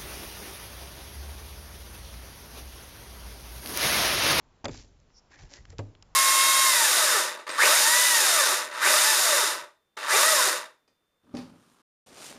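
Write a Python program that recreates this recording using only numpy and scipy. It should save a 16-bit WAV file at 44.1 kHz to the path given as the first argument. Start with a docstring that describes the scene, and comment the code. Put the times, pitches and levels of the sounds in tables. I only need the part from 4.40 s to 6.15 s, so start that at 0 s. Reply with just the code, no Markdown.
"""A tall wooden plank wall, jumped onto and climbed outdoors. Shoes and hands slap the boards: the
contact cracks, the planks ring, the hollow panel booms; one more kick thuds near the end. Body weight
sways the frame. Soles slide in stick-slip and chafe, cloth swishes, small ticks follow the grip.
Behind it: a faint scatter from trees and open-air noise."""
import sys
import numpy as np
from scipy import signal
from scipy.fft import rfft, irfft
from scipy.io import wavfile

SR = 44100
rng = np.random.default_rng(int(sys.argv[2]) if len(sys.argv) > 2 else 0)


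def wav_out(sig):
    """Save sig, one row per channel (or a flat mono array), as 16-bit PCM at SR to the path in sys.argv[1]."""
    wavfile.write(sys.argv[1], SR, np.round(np.clip(np.atleast_2d(sig).T, -1, 1) * 32767).astype(np.int16))


N = 77175

# foot and hand impacts: t/s, boom/dB, boom f/Hz, boom t60/s, ring/dB, knock/dB, clap/dB, crack/dB
BLOWS = [(0.2424, -35, 87, 0.092, -41.5, -28, -32, -37.5), (0.2503, -25.5, 579, 0.031, -55, -34, -40, -67),
         (0.2542, -38.5, 101.7, 0.2, -28, -34.5, -25, -22.5),
         (0.2818, -34, 155.4, 0.11, -46, -41, -40.5, -30),
         (0.2913, -36.5, 123.4, 0.14, -51.5, -37, -35, -42), (0.343, -45, 100, 0.1, -72, -71, -41, -61),
         (1.033, -39, 129, 0.073, -65, -50.5, -68.5, -55),
         (1.328, -45.5, 461, 0.082, -58.5, -48, -74, -75.5),
         (1.3898, -27.5, 102.1, 0.29, -38, -25, -33.5, -34.5)]
# plank resonances: f/Hz, relative level/dB, t60/s
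PLANK_MODES = [(224, -11, .45), (287, -12, .28), (338, -12, .22), (414, 2, .12), (441, -8, .22),
               (509, -2, .14), (574, 3, .14), (603, -5, .18), (646, -6, .13), (743, -9, .11),
               (975, -3, .07), (1140, -7, .06), (1220, -8, .07)]
# contact spectra, dull to bright: f/Hz, relative level/dB
KNOCK_SPECTRUM = [(100, -12.5), (200, -8), (300, 4), (520, -2.5), (850, -8), (1300, -20), (2200, -25.5)]
CLAP_SPECTRUM = [(400, 8.5), (900, 10.5), (1600, 6), (2400, 4.5), (2900, -2), (4000, -41), (7000, -30)]
CRACK_SPECTRUM = [(900, -54.5), (1800, -11), (2330, 6.5), (2900, -17.5), (3490, 8), (4100, -11),
                  (4700, 7.5), (5600, -10.5), (7200, 0)]
# body weight on the wall: t/s, level/dB, rise/s, decay/s
SWAYS = [(0.266, -43, 0.037, 0.088), (0.497, -71, 0.084, 0.11), (0.969, -48.5, 0.079, 0.024),
         (1.183, -52.5, 0.0085, 0.15), (1.277, -50.5, 0.032, 0.19), (1.635, -72, 0.012, 0.033)]
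# frame rumble: f/Hz, relative level/dB
SWAY_SPECTRUM = [(15, -16), (30, 3.5), (47, -1.5), (70, -1.5), (95, 1), (130, -6.5), (190, -15.5),
                 (900, -39.5)]
# sole slides: t/s, rise/s, hold/s, release (two time constants)/s, hiss/dB, rasp/dB, boards/dB
SCUFFS = [(0.305, 0.011, 0.08, 0.069, -50.5, -62, -72), (0.895, 0.027, 0.036, 0.041, -62, -59.5, -65.5),
          (0.973, 0.015, 0.039, 0.095, -59, -61, -73.5), (1.089, 0.042, 0.041, 0.045, -52, -59, -61),
          (1.267, 0.05, 0.013, 0.013, -63.5, -64, -70.5)]
# friction spectra: f/Hz, relative level/dB
HISS_SPECTRUM = [(1000, -18), (2400, -6.5), (3100, -6), (4200, -2.5), (5600, 0), (7300, -4.5)]
RASP_SPECTRUM = [(400, -6.5), (800, 4), (1300, -5), (1700, 5), (2500, -1), (3200, -8.5), (6000, -21)]
# rubber sole drags: t/s, length/s, level/dB, start f/Hz
CHAFES = [(0.915, 0.072, -55.5, 1693), (1.121, 0.098, -60, 1770)]
# shoe and grip taps: t/s, level/dB, centre f/Hz, width/Hz
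TICKS = [(0.2463, -30.5, 6400, 1210), (0.2543, -23.5, 3500, 690), (0.601, -57.5, 4650, 6000),
         (0.703, -56, 1360, 1390), (0.991, -51.5, 4800, 5000), (1.02, -44, 5060, 2460),
         (1.2532, -43.5, 2460, 4960), (1.3023, -38, 6230, 6230), (1.3838, -34.5, 4730, 9050),
         (1.5511, -47, 2740, 3150), (1.6249, -36.5, 6100, 6390)]
# cloth rub: t/s, level/dB
SWISH_ENVELOPE = [(0.69, -84), (0.741, -73), (0.766, -59), (0.789, -56), (0.803, -85)]
# scatter from trees: f/Hz, relative level/dB
TREE_SPECTRUM = [(260, 1.5), (800, -17.0), (7000, -3.5)]
# outdoor noise: f/Hz, relative level/dB
AIR_SPECTRUM = [(12, -44.5), (20, 12.5), (131, 1), (452, -7.5), (798, -12.5), (1310, -17), (1410, -17),
                (7400, -23.5), (9620, -67.5), (16300, -120)]
# mid band of the outdoor noise: t/s, level/dB
AIR_MIDS_ENVELOPE = [(0, -71), (0.2, -72), (0.55, -91), (0.82, -70.5), (1.498, -78.5), (1.72, -69.5)]

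KNOCK_DECAY_S, CLAP_DECAY_S, CRACK_DECAY_S = 0.008, 0.0046, 0.0023


def blows(overtone_ratio=2.8, overtone_db=-16, rattle_db=-27, rattle_decay_s=0.089):
    """Each impact knocks, claps and cracks, rings the planks and drives two panel modes."""
    out = 0
    for start_s, boom_db, boom_hz, boom_t60_s, ring_db, knock_db, clap_db, crack_db in BLOWS:
        phase = 2 * np.pi * boom_hz * since(start_s)
        panel = np.sin(phase) + amp(overtone_db) * np.sin(overtone_ratio * phase)
        boom = amp(boom_db) * panel * burst(start_s, 0.0022, boom_t60_s / np.log(1000))
        ring = amp(ring_db) * planks(start_s)
        rattle_env = amp(rattle_db) * burst(start_s, 0.0038, rattle_decay_s)
        knock_env = burst(start_s, 0.0024, KNOCK_DECAY_S) + rattle_env
        knock = amp(knock_db) * noise(KNOCK_SPECTRUM) * knock_env
        clap = amp(clap_db) * noise(CLAP_SPECTRUM) * burst(start_s, 0.0016, CLAP_DECAY_S)
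        crack = amp(crack_db) * noise(CRACK_SPECTRUM) * burst(start_s, 0.001, CRACK_DECAY_S)
        out += boom + ring + knock + clap + crack
    return out


def planks(start_s, rise_s=0.003):
    """Damped board modes, building as the push spreads."""
    age_s = since(start_s)
    ring = sum(amp(db) * np.sin(2 * np.pi * hz * age_s) * np.exp(-np.log(1000) * age_s / t60_s)
               for hz, db, t60_s in PLANK_MODES)
    return ring * (1 - np.exp(-age_s / rise_s)) / 2


def sways(frame_hz=46):
    """The frame swings and rumbles under body weight."""
    load = sum(amp(db) * ramp(start_s, rise_s) * np.exp(-since(start_s + rise_s) / decay_s)
               for start_s, db, rise_s, decay_s in SWAYS)
    swing = np.sin(2 * np.pi * frame_hz * since(0))
    return load * (noise(SWAY_SPECTRUM) + swing)


def scuffs(catch_db=1.2, catch_hz=40):
    """Sliding soles hiss, rasp and drive the planks, catching and slipping."""
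    hiss = colour(friction(), HISS_SPECTRUM)
    rasp = colour(friction(), RASP_SPECTRUM)
    board_response = planks(0) + noise(KNOCK_SPECTRUM) * burst(0, 0.00092, KNOCK_DECAY_S)
    boards = unit(signal.fftconvolve(friction(), board_response)[:N])
    out = 0
    for start_s, rise_s, hold_s, release_s, hiss_db, rasp_db, board_db in SCUFFS:
        speed = ramp(start_s, rise_s) * np.exp(-2 * since(start_s + rise_s + hold_s) / release_s)
        out += speed * (amp(hiss_db) * hiss + amp(rasp_db) * rasp + amp(board_db) * boards)
    return out * amp(catch_db * band(catch_hz, 2 * catch_hz))


def friction(slips_per_s=1200, spread_db=3, click_share=0.72):
    """Dense, uneven stick-slip clicks over a smooth rub."""
    slips = rng.random(N) < slips_per_s / SR
    clicks = slips * rng.standard_normal(N)
    clicks *= amp(spread_db * np.minimum(rng.exponential(size=N), 3))
    rub = rng.standard_normal(N)
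    return np.sqrt(click_share) * unit(clicks) + np.sqrt(1 - click_share) * rub


def chafes(climb_hz_per_s=2600):
    """Rubber drags on wood: a rough, narrow, rising resonance."""
    out = 0
    for start_s, length_s, db, start_hz in CHAFES:
        age_s = since(start_s)
        tone = np.sin(2 * np.pi * (start_hz * age_s + climb_hz_per_s * age_s ** 2 / 2))
        pressure = np.sqrt(np.abs(np.sin(np.pi * ramp(start_s, length_s))))
        roughness = band(hz=60, width_hz=120)
        out += amp(db) * pressure * tone * roughness
    return out


def ticks(wood_db=-15):
    """Shoe and grip contacts: a dry snap with a little wood in it."""
    out = 0
    for start_s, db, hz, width_hz in TICKS:
        snap = band(hz, width_hz) * burst(start_s, rise_s=0.0001, decay_s=0.0012)
        wood = amp(wood_db) * noise(CLAP_SPECTRUM) * burst(start_s, 0.0015, CLAP_DECAY_S)
        out += amp(db) * (snap + wood)
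    return out


def swish():
    """Rubbing cloth: a narrow, high band that swells and stops."""
    times_s, db = np.array(SWISH_ENVELOPE).T
    envelope = np.interp(since(0), times_s, amp(db), left=0, right=0)
    return band(hz=5430, width_hz=1000) * envelope


def tree_echo(source, level_db=-21):
    """Trees scatter the sound back as a short, diffuse tail."""
    response = noise(TREE_SPECTRUM) * burst(start_s=0.02, rise_s=0.004, decay_s=0.082)
    response /= np.sqrt(np.sum(response ** 2))
    return amp(level_db) * signal.fftconvolve(source, response)[:N]


def air(floor_db=-63.5):
    """Steady outdoor noise plus a mid band that swells and sinks."""
    times_s, db = np.array(AIR_MIDS_ENVELOPE).T
    mids_gain = amp(np.interp(since(0), times_s, db))
    return amp(floor_db) * noise(AIR_SPECTRUM) + mids_gain * band(hz=800, width_hz=800)


def amp(db):
    """Decibels to gain."""
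    return 10 ** (np.asarray(db) / 20)


def unit(x):
    """Scale to rms 1."""
    return x / np.sqrt(np.mean(x ** 2))


def since(start_s):
    """Seconds since start_s, zero before."""
    return np.maximum(np.arange(N) / SR - start_s, 0)


def ramp(start_s, rise_s):
    """Linear rise to 1, then held."""
    return np.minimum(since(start_s) / rise_s, 1)


def burst(start_s, rise_s, decay_s):
    """Exponential rise and fall."""
    age_s = since(start_s)
    return (1 - np.exp(-age_s / rise_s)) * np.exp(-age_s / decay_s)


def colour(x, spectrum):
    """Filter by (f/Hz, level/dB) points, 6 dB/octave skirts; rms 1."""
    hz, db = np.array(spectrum, float).T
    bins_hz = np.maximum(np.arange(N // 2 + 1) * SR / N, 1)
    skirts = np.minimum(bins_hz / hz[0], 1) * np.minimum(hz[-1] / bins_hz, 1)
    gain = amp(np.interp(np.log(bins_hz), np.log(hz), db))
    return unit(irfft(rfft(x) * skirts * gain, N))


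def noise(spectrum):
    """Coloured noise; rms 1."""
    return colour(rng.standard_normal(N), spectrum)


def band(hz, width_hz):
    """Noise through a resonance, twice; rms 1."""
    bins_hz = np.maximum(np.arange(N // 2 + 1) * SR / N, 1)
    detuning = (bins_hz ** 2 - hz ** 2) / (bins_hz * width_hz)
    return unit(irfft(rfft(rng.standard_normal(N)) / (1 + detuning ** 2), N))


def scene():
    """Climb, tree echo and open air; mono."""
    climb = blows() + sways() + scuffs() + chafes() + swish() + ticks()
    return (climb + tree_echo(climb) + air())[None]


def record(dry, ceiling=0.13, low_hz=16, top_hz=7480):
    """Soft-clip the peaks, cut the deepest bass and the top."""
    rounded = ceiling * np.tanh(dry / ceiling)
    highpass = signal.butter(2, low_hz, "high", fs=SR, output="sos")
    lowpass = signal.ellip(10, 0.2, 70, top_hz, fs=SR, output="sos")
    return signal.sosfilt(lowpass, signal.sosfilt(highpass, rounded))


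dry = scene()
out = record(dry)
wav_out(out)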